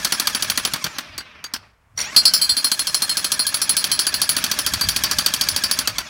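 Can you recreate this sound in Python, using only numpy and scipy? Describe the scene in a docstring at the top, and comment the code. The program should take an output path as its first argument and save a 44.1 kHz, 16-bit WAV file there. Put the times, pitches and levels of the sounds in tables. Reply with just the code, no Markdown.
"""Electric jackhammer on packed gravel

About thirteen blows a second; the tool coasts to a stop, restarts with a rattle, runs on and slows again.
Blows are shaped noise for crack and ground, short random sines in each crack, decaying sines for the chisel.
The motor is air noise and hiss plus a gear whine that sags under every compression stroke.
Low noise is wind on the microphone; a weak echo and a faint outdoor background give the open yard."""
import sys
import numpy as np
from scipy import signal
from scipy.fft import rfft, irfft, next_fast_len
from scipy.io import wavfile

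SR = 44100
rng = np.random.default_rng(int(sys.argv[2]) if len(sys.argv) > 2 else 0)


def log_audio(samples):
    """Write samples as a 16-bit WAV file to the path given in sys.argv[1]."""
    # one column per channel
    frames = np.atleast_2d(samples).T
    # limit to full scale, then quantise
    limited = np.clip(frames, -1, 1)
    pcm = np.round(limited * 32767).astype(np.int16)
    wavfile.write(sys.argv[1], SR, pcm)


N = 268569
TIME_S = np.arange(N) / SR
AGE_S = TIME_S[:SR // 5]   # time since a contact
MESH_PER_TURN = 126   # gear mesh cycles per crank turn

# All table levels are relative: each source sets its own trim.
# motor noise as heard: (time [s], low air noise level [dB], hiss level [dB])
MOTOR_LEVELS = [(0.02, -32.5, -36), (0.63, -32.5, -39.5), (0.82, -36, -45), (0.96, -37, -50),
                (1.14, -42.5, -62), (1.32, -45.5, -70), (1.41, -46.5, -74), (1.65, -48, -67.5),
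                (1.78, -71, -85.5), (1.96, -70, -71.5), (1.98, -29.5, -45), (2.09, -36.5, -53),
                (2.15, -33, -40), (2.7, -37.5, -37), (3.15, -34.5, -35.5), (3.9, -32.5, -43),
                (4.57, -31.5, -38), (5.17, -31, -37.5), (5.77, -32.5, -39.5), (5.95, -35.5, -47),
                (6.06, -38, -49)]
# crank speed before sag and flutter: (time [s], speed [turns/s])
CRANK_SPEED = [(0, 13.3), (.65, 13.2), (.79, 9.5), (.91, 7.0), (1.08, 5.1), (1.31, 3.8), (1.7, .6),
               (1.96, .5), (2.06, 6.5), (2.2, 11.1), (2.38, 12.7), (2.6, 13.3), (5.77, 13.3), (5.83, 11.6),
               (5.93, 9.3), (6.09, 6.6)]
# air noise spectrum: (frequency [Hz], density [dB per Hz])
AIR_COLOUR = [(70, -20.5), (160, 2), (270, -1), (420, -10.5), (560, -6.5), (615, 3), (680, -8.5),
              (1200, 0.5), (1650, -1.5), (2000, -2.5), (2450, 2), (3000, -5), (5800, -1), (7500, -24.5)]
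# hiss spectrum: (frequency [Hz], density [dB per Hz])
HISS_COLOUR = [(3000, -7.5), (6500, -2.5), (8000, -5), (10000, -4), (13000, -11), (15500, -16)]
# gear case response to the whine: (frequency [Hz], gain [dB])
GEAR_CASE = [(300, -26), (900, -9), (1650, -1), (2400, 1), (3400, -2), (5000, -5), (6600, 0), (8200, -8),
             (9600, -11), (11400, -12), (14000, -20)]
# wind on the microphone: (time [s], level [dB])
WIND_LEVEL = [(0.0, -48), (0.12, -53), (0.22, -66), (0.3, -44), (0.37, -52), (0.42, -42.5), (0.69, -51),
              (0.75, -49), (0.81, -61), (0.86, -42), (1.03, -79), (1.1, -47), (1.19, -46), (1.25, -64),
              (1.59, -51), (1.8, -70.5), (1.97, -47.5), (2.12, -55), (2.15, -52), (2.31, -50), (2.39, -62),
              (2.53, -42), (2.59, -76), (2.76, -67), (2.81, -50), (3.81, -53.5), (3.95, -42), (4.02, -63),
              (4.14, -45.5), (4.63, -47.5), (4.76, -30.5), (4.82, -55), (4.83, -42), (4.87, -26),
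              (4.92, -39), (5.05, -37), (5.11, -51), (5.17, -35), (5.24, -49.5), (5.55, -38), (5.6, -58),
              (5.66, -40), (5.71, -52), (5.94, -38.5), (6.02, -42), (6.09, -65)]
# wind spectrum: (frequency [Hz], density [dB per Hz])
GUST_COLOUR = [(20, -26.5), (50, -6.5), (90, -3), (140, -11), (250, -22), (600, -62)]
# distant outdoor background spectrum: (frequency [Hz], density [dB per Hz])
OUTDOOR_COLOUR = [(60, 5), (200, -18.5), (450, -15.5), (1100, -11.5), (2200, -17.5), (4000, -31.5),
                  (8000, -33.5), (15000, -38.5)]
# blows: (time [s], crack level [dB], ground thud level [dB],
#         ring level of chisel mode families 1, 2, 3, 4 [dB each])
BLOWS = [(0.0473, -12, -24.5, -32, -42, -47, -41), (0.1219, -14.5, -25.5, -39, -32, -26.5, -25),
         (0.1979, -14.5, -26.5, -53, -35, -57, -31), (0.2713, -12, -26, -53, -52, -48, -47),
         (0.348, -17.5, -24, -54, -37, -40, -26), (0.4236, -15, -30.5, -41, -51, -44, -27.5),
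         (0.4992, -14, -25, -52, -44, -56, -28), (0.575, -15.5, -24.5, -48, -44, -44, -27),
         (0.6504, -15.5, -22.5, -47, -45, -39, -28), (0.7356, -17, -25, -53, -39, -62, -50),
         (0.8418, -19, -25.5, -55, -36, -55, -60), (0.984, -23.5, -30.5, -57, -54, -62, -56),
         (1.1792, -25.5, -33.5, -40, -33, -61, -48), (1.4408, -29.5, -37, -56, -32.5, -57, -60),
         (1.5372, -22, -30.5, -47, -46, -33, -48), (2.1634, -11, -24.5, -8, -11, -19, -16.5),
         (2.2535, -14, -28.5, -12, -12.5, -15.5, -19), (2.3367, -14.5, -30.5, -20.5, -19, -16.5, -18),
         (2.4144, -38, -37, -15, -17, -31, -19), (2.493, -30, -35.5, -14, -18.5, -33, -21),
         (2.5672, -21.5, -30.5, -20, -22, -33, -23), (2.6436, -20.5, -27.5, -17.5, -28, -26, -20.5),
         (2.716, -14, -29.5, -21, -28, -48, -24), (2.7928, -18.5, -33, -21.5, -35, -31, -21),
         (2.8698, -19, -31, -24, -41, -28, -28), (2.9444, -14, -32, -23, -41, -27, -20),
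         (3.0206, -16, -28.5, -20, -33, -32, -24), (3.094, -21, -33, -17.5, -33, -28, -24),
         (3.17, -16.5, -30, -26, -35, -30, -22.5), (3.2439, -15, -30.5, -27, -35, -32, -24.5),
         (3.3185, -14.5, -28.5, -27, -30, -30, -19.5), (3.393, -29, -31.5, -18, -23.5, -31, -20),
         (3.4665, -19, -34.5, -23.5, -28, -33, -19), (3.5426, -15.5, -29, -81, -30, -43, -20.5),
         (3.6162, -16.5, -32, -27, -30, -29, -19), (3.6933, -14, -30, -23, -32, -33, -15),
         (3.7666, -14.5, -33, -23, -25, -28, -18), (3.8414, -12.5, -30, -41, -39, -40, -27),
         (3.9158, -16.5, -32, -21.5, -26, -30, -19), (3.9916, -12, -31, -28, -25, -25.5, -20.5),
         (4.0673, -16, -30, -33, -23, -52, -20.5), (4.1411, -16, -30.5, -27.5, -27.5, -37, -26.5),
         (4.2162, -13, -28, -29, -23.5, -29, -20.5), (4.2915, -14, -28, -30, -28, -40, -16),
         (4.3655, -17.5, -27, -44, -35, -54, -23.5), (4.4401, -14, -24, -46, -44, -43, -33),
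         (4.514, -13.5, -26.5, -48, -31, -55, -32), (4.5888, -14.5, -29, -50, -48, -29.5, -25),
         (4.6635, -14, -28.5, -51, -25.5, -29, -28), (4.7365, -15, -28, -40, -30, -52, -39),
         (4.8107, -18.5, -28.5, -29, -18.5, -53, -29), (4.887, -12.5, -29, -48, -25, -33, -26.5),
         (4.9624, -14, -26, -47, -34, -32, -29), (5.0366, -12, -24.5, -48, -24, -29, -55),
         (5.1122, -15, -24.5, -44, -27, -28, -31), (5.1852, -12.5, -24.5, -49, -26, -49, -29),
         (5.261, -10, -24.5, -50, -26, -38, -44), (5.338, -12.5, -30, -53, -34, -52, -32),
         (5.4107, -13.5, -26, -51, -22.5, -26.5, -32), (5.4867, -13.5, -31.5, -49, -38, -30, -24),
         (5.562, -15.5, -27, -39, -27.5, -30, -27.5), (5.6369, -16.5, -26.5, -36, -20.5, -25, -28),
         (5.712, -14, -29, -53, -24, -27, -22.5), (5.7887, -14.5, -25.5, -49, -30, -37, -25),
         (5.874, -15, -24, -53, -30, -55, -44), (5.9828, -17.5, -27, -47, -34, -54, -49)]
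# steel crack spectrum, shared by the scrape: (frequency [Hz], density [dB per Hz])
CRACK_COLOUR = [(1500, -31), (2300, -13), (2750, -16), (3150, 3), (3900, -5), (4500, 9.5), (5000, -2.5),
                (6000, 1), (7200, -9.5), (8300, -5), (12000, -9.5), (15800, -10)]
# ground thud spectrum: (frequency [Hz], density [dB per Hz])
THUD_COLOUR = [(70, -42), (160, -8), (260, -4.5), (480, -10.5), (750, -6.5), (1150, -0.5), (1550, 2),
               (2100, -5), (3200, -4)]
# chisel modes, one list per family that rings together: (frequency [Hz], level [dB], t60 [s])
CHISEL_FAMILIES = [
    [(4229, 0, .4), (3138, -18, .15), (3542, -20, .15), (7833, -14, .25), (8570, -20, .25),
     (9103, -14, .25)],
    [(4651, 0, .5), (4695, -14, .15), (6550, -20, .25), (12080, -25, .2)],
    [(5211, 0, .4), (5675, -8, .3), (5770, -14, .15), (7478, -17, .3)],
    [(10012, 0, .24), (10573, -20, .2), (10920, -12, .25), (12872, -19, .2), (13776, -17, .25),
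     (14703, -16, .25), (14900, -23, .2), (15700, -25, .2)],
]
# tool body dropping on the ground: (time [s], level [dB])
TOOL_DROPS = [(0.736, -23), (.844, -22), (0.865, -24.5), (0.985, -47)]
# loose chisel rattle as the motor starts: (time [s], level [dB])
RATTLE_LEVEL = [(1.955, -70), (1.972, -48), (1.978, -26), (2.008, -22), (2.03, -28), (2.055, -32.5),
                (2.09, -52), (2.12, -90)]
# chisel holder modes: (frequency [Hz], level [dB], t60 [s])
HOLDER_MODES = [(2093, -7, 0.066), (4450, 0, 0.022), (5560, 1, 0.02), (5710, 4.5, 0.044), (7070, -8, 0.16),
                (9200, -6.5, 0.11), (10100, -25, .05), (10950, -29, .05)]


def from_db(db):
    """Decibels to gain."""
    return 10 ** (np.asarray(db) / 20)


def rms_one(x):
    """Scale to rms 1."""
    return x / np.sqrt(np.mean(x ** 2) + 1e-20)


def in_time(rows):
    """Interpolate each column of a time table at every sample."""
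    time_s, *columns = np.transpose(rows)
    return [np.interp(TIME_S, time_s, column) for column in columns]


def coloured(x, colour):
    """Filter by a spectral curve with 12 dB/octave skirts; rms 1."""
    hz, db = np.transpose(colour)
    size = next_fast_len(N)
    f_hz = np.maximum(np.fft.rfftfreq(size, 1 / SR), 1)
    skirts = np.minimum(1, f_hz / hz[0]) ** 2 * np.minimum(1, hz[-1] / f_hz) ** 2
    gain = from_db(np.interp(np.log(f_hz), np.log(hz), db)) * skirts
    return rms_one(irfft(rfft(x, size) * gain, size)[:N])


def noise(colour):
    """Steady noise of a given colour, rms 1."""
    return coloured(rng.standard_normal(N), colour)


def low_pass(x, cutoff_hz):
    """Second-order low-pass."""
    return signal.sosfilt(signal.butter(2, cutoff_hz, fs=SR, output="sos"), x)


def flutter(knots_per_s):
    """Random wobble: straight lines between normal random knots."""
    knots = rng.standard_normal(N // 10)
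    return np.interp(TIME_S * knots_per_s, np.arange(len(knots)), knots)


def fade(t_s, t60_s):
    """Exponential decay, 60 dB in t60_s, starting at t = 0."""
    return np.exp(-np.log(1000) * np.maximum(t_s, 0) / t60_s)


def burst(delay_s, rise_s, hold_s, t60_s):
    """Envelope of one contact: rise, hold, decay."""
    t_s = np.maximum(AGE_S - delay_s, 0)
    return (1 - np.exp(-t_s / rise_s)) * fade(t_s - hold_s, t60_s)


def add(track, time_s, sound):
    """Mix a sound into a track at time_s."""
    i = max(int(time_s * SR), 0)
    track[i:i + len(sound)] += sound[:N - i]


def motor(hiss_trim_db=-3, slow_air_hz=2600, churn_db=2.5):
    """Air noise, hiss and gear whine; the air is duller and the whine blurred at low speed."""
    air_db, hiss_db = in_time(MOTOR_LEVELS)
    speed, = in_time(CRANK_SPEED)
    slowness = np.clip(1 - speed / np.max(speed), 0, 1)
    dull_air = low_pass(noise(AIR_COLOUR), slow_air_hz)
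    bright_share = 1 - slowness
    dull_share = np.sqrt(1 - bright_share ** 2)
    air = bright_share * noise(AIR_COLOUR) + dull_share * dull_air
    air = air * from_db(churn_db * flutter(120))
    whine = from_db(air_db - 5 + 2 * slowness) * gear_whine(speed, slowness)
    hiss = from_db(hiss_db + hiss_trim_db) * noise(HISS_COLOUR)
    return from_db(air_db - 1.5) * air + whine + hiss


def gear_whine(speed, slowness):
    """Compressing the air cushion before each blow slows the gears and presses their teeth hard together."""
    blow_s = np.array(BLOWS)[:, 0]
    # one extra blow at each end, at the neighbouring interval
    blow_s = np.r_[2 * blow_s[0] - blow_s[1], blow_s, 2 * blow_s[-1] - blow_s[-2]]
    stroke = np.interp(TIME_S, blow_s, np.arange(len(blow_s)))
    sag = .065 * (1 - slowness) * np.cos(2 * np.pi * (stroke - .55))
    mesh_hz = MESH_PER_TURN * speed * (1 + sag + .008 * flutter(700))
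    mesh_phase = 2 * np.pi * np.cumsum(mesh_hz) / SR
    load = (1 - slowness) * np.exp(8 * (np.cos(2 * np.pi * (stroke - .83)) - 1))
    # teeth grind roughly under starting torque
    spinning_up = slowness * (np.gradient(speed) > 0)
    blur_depth = .55 + 1.1 * slowness + 1.5 * spinning_up
    out = 0
    for order in np.arange(1, 17) / 2:
        # whole orders come from the mesh, half orders from uneven teeth; slack teeth rattle and blur both
        if order % 1 == 0:
            strength = load + .55 / order ** 1.5
        else:
            strength = .25 / (order + .5)
        tone = np.sin(order * mesh_phase + blur_depth * flutter(160))
        out = out + from_db(4 * flutter(70)) * (strength + .35 * slowness) * tone
    return coloured(out, GEAR_CASE)


def wind():
    """Low-frequency noise of gusts on the microphone."""
    level_db, = in_time(WIND_LEVEL)
    return from_db(level_db - 1) * noise(GUST_COLOUR)


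def outdoors(level_db=-60.5):
    """Steady, faint noise of the distant background."""
    return from_db(level_db) * noise(OUTDOOR_COLOUR)


def impacts(rebound_s=0.022, crack_rebound_db=-15, thud_rebound_db=-7, strike_db=3, grit_db=-15,
            grain_db=1.5, crumble_db=3):
    """Each blow is a steel crack and a thud in the ground; gravel crunches and the striker bounces back."""
    crack, thud = np.zeros(N), np.zeros(N)
    strike = burst(0, rise_s=.0001, hold_s=.0015, t60_s=.038)
    crunch = burst(0, rise_s=.002, hold_s=.008, t60_s=.1)
    push = burst(0, rise_s=0.00081, hold_s=0.0034, t60_s=0.076)
    for time_s, crack_db, thud_db, *_ in BLOWS:
        late, hard = rng.standard_normal(2)
        bounce = burst(rebound_s + .002 * late, rise_s=.001, hold_s=.005, t60_s=.06)
        bounce = from_db(1.5 * hard) * bounce
        contacts = [from_db(strike_db) * strike, from_db(grit_db) * crunch, from_db(crack_rebound_db) * bounce]
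        # envelopes of independent contacts add in power
        add(crack, time_s, from_db(crack_db) * np.linalg.norm(contacts, axis=0))
        add(thud, time_s, from_db(thud_db + 4.5) * np.hypot(push, from_db(thud_rebound_db) * bounce))
    grains = rms_one(from_db(grain_db * flutter(1500)))
    lumps = rms_one(from_db(crumble_db * flutter(250)))
    return crack * grains * noise(CRACK_COLOUR) + thud * lumps * noise(THUD_COLOUR)


def crack_partials(count=16, partial_db=-11):
    """Scattered metallic partials: short decaying sines of random pitch and delay vary each crack."""
    out = np.zeros(N)
    for time_s, crack_db, *_ in BLOWS:
        for pitch, wait, size in rng.random((count, 3)):
            hz = 2200 + 13000 * pitch ** 1.3
            delay_s = -.007 * np.log(1 - wait)   # exponential, mean 7 ms
            level = from_db(crack_db + partial_db + 10 * (size - .5)) * fade(delay_s, .1)
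            partial = np.sin(2 * np.pi * hz * AGE_S) * fade(AGE_S, .03)
            add(out, time_s + delay_s, level * partial)
    return out


def chisel(typical_hold_s=0.044, after_db=-31, ring_db=4, scatter_db=5.0, waver=.28):
    """Steel modes: each blow's ring holds for about 40 ms, then falls quickly to a faint remainder."""
    out = np.zeros(N)
    onset = 1 - np.exp(-AGE_S / .0002)
    for time_s, _, _, *family_db in BLOWS:
        # louder rings hold longer
        hold_s = typical_hold_s * from_db(.12 * (max(family_db) + 22) + rng.standard_normal())
        envelope = onset * (np.exp(-(AGE_S / hold_s) ** 3) + from_db(after_db) * fade(AGE_S, .3))
        for level_db, family in zip(family_db, CHISEL_FAMILIES):
            hz, mode_db, t60_s = np.transpose(family)[:, :, None]
            luck_db = scatter_db * rng.standard_normal(hz.shape)
            luck_db[0] = 0   # the leading mode keeps its level
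            hz = hz * (1 + .0006 * rng.standard_normal(hz.shape))
            modes = np.sin(2 * np.pi * (hz * AGE_S + rng.random(hz.shape))) * fade(AGE_S, t60_s)
            ring = np.sum(from_db(level_db + ring_db + mode_db + luck_db) * modes, axis=0)
            add(out, time_s, envelope * ring)
    return out * (1 + waver * flutter(500))   # the ring wavers slightly in loudness


def earth_punches(centre_hz=235, t60_s=.03, trim_db=-4):
    """Every blow punches the packed earth: a short low sine of slightly varying pitch."""
    out = np.zeros(N)
    envelope = burst(0, rise_s=.002, hold_s=0.0048, t60_s=t60_s)
    for time_s, _, thud_db, *_ in BLOWS:
        hz = centre_hz * from_db(rng.standard_normal())
        punch = np.sin(2 * np.pi * hz * AGE_S) * envelope
        add(out, time_s, from_db(thud_db + trim_db) * punch)
    return out


def tool_drops(hz=165, t60_s=0.047):
    """As the blows slow, the whole heavy tool drops onto the ground: short low sines."""
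    out = np.zeros(N)
    drop = np.sin(2 * np.pi * hz * AGE_S) * burst(0, rise_s=0.0039, hold_s=0.0044, t60_s=t60_s)
    for time_s, level_db in TOOL_DROPS:
        add(out, time_s, from_db(level_db) * drop)
    return out


def start_rattle(clicks_per_s=400, scrape_db=-8):
    """The loose chisel chatters and scrapes in its holder: random clicks excite the holder's modes."""
    clicks = (rng.random(N) < clicks_per_s / SR) * rng.standard_normal(N) + 1e-18
    chatter = 0
    for hz, mode_db, t60_s in HOLDER_MODES:
        radius = fade(1 / SR, t60_s)
        angle = 2 * np.pi * hz / SR
        resonator = [1, -2 * radius * np.cos(angle), radius * radius]
        chatter = chatter + from_db(mode_db) * rms_one(signal.lfilter([1], resonator, clicks))
    level_db, = in_time(RATTLE_LEVEL)
    scrape = from_db(scrape_db + 3 * flutter(300)) * noise(CRACK_COLOUR)
    started = TIME_S > RATTLE_LEVEL[0][0]
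    return from_db(level_db) * (rms_one(chatter) + scrape) * started


def yard(x, echo_db=-19, t60_s=0.38, dull_hz=4500):
    """Weak, dull scatter from the shed, bushes and ground: a decaying noise tail."""
    t_s = TIME_S[:SR // 2]
    tail = rng.standard_normal(len(t_s)) * fade(t_s, t60_s) * (1 - np.exp(-t_s / 0.0081))
    tail = low_pass(tail / np.linalg.norm(tail), dull_hz)
    return x + from_db(echo_db) * signal.fftconvolve(x, tail)[:N]


def scene():
    """The hammer in the yard, with wind rumble and a faint background."""
    blows = impacts() + crack_partials() + chisel() + earth_punches()
    hammer = motor() + blows + tool_drops() + start_rattle()
    return (yard(hammer) + wind() + outdoors())[None]


def record(dry, ceiling=.78, cutoff_hz=15900):
    """Round the loudest peaks and cut the top."""
    rounded = dry / (1 + (dry / ceiling) ** 4) ** .25
    return signal.sosfilt(signal.ellip(8, .2, 70, cutoff_hz, fs=SR, output="sos"), rounded)


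dry = scene()
out = record(dry)
log_audio(out)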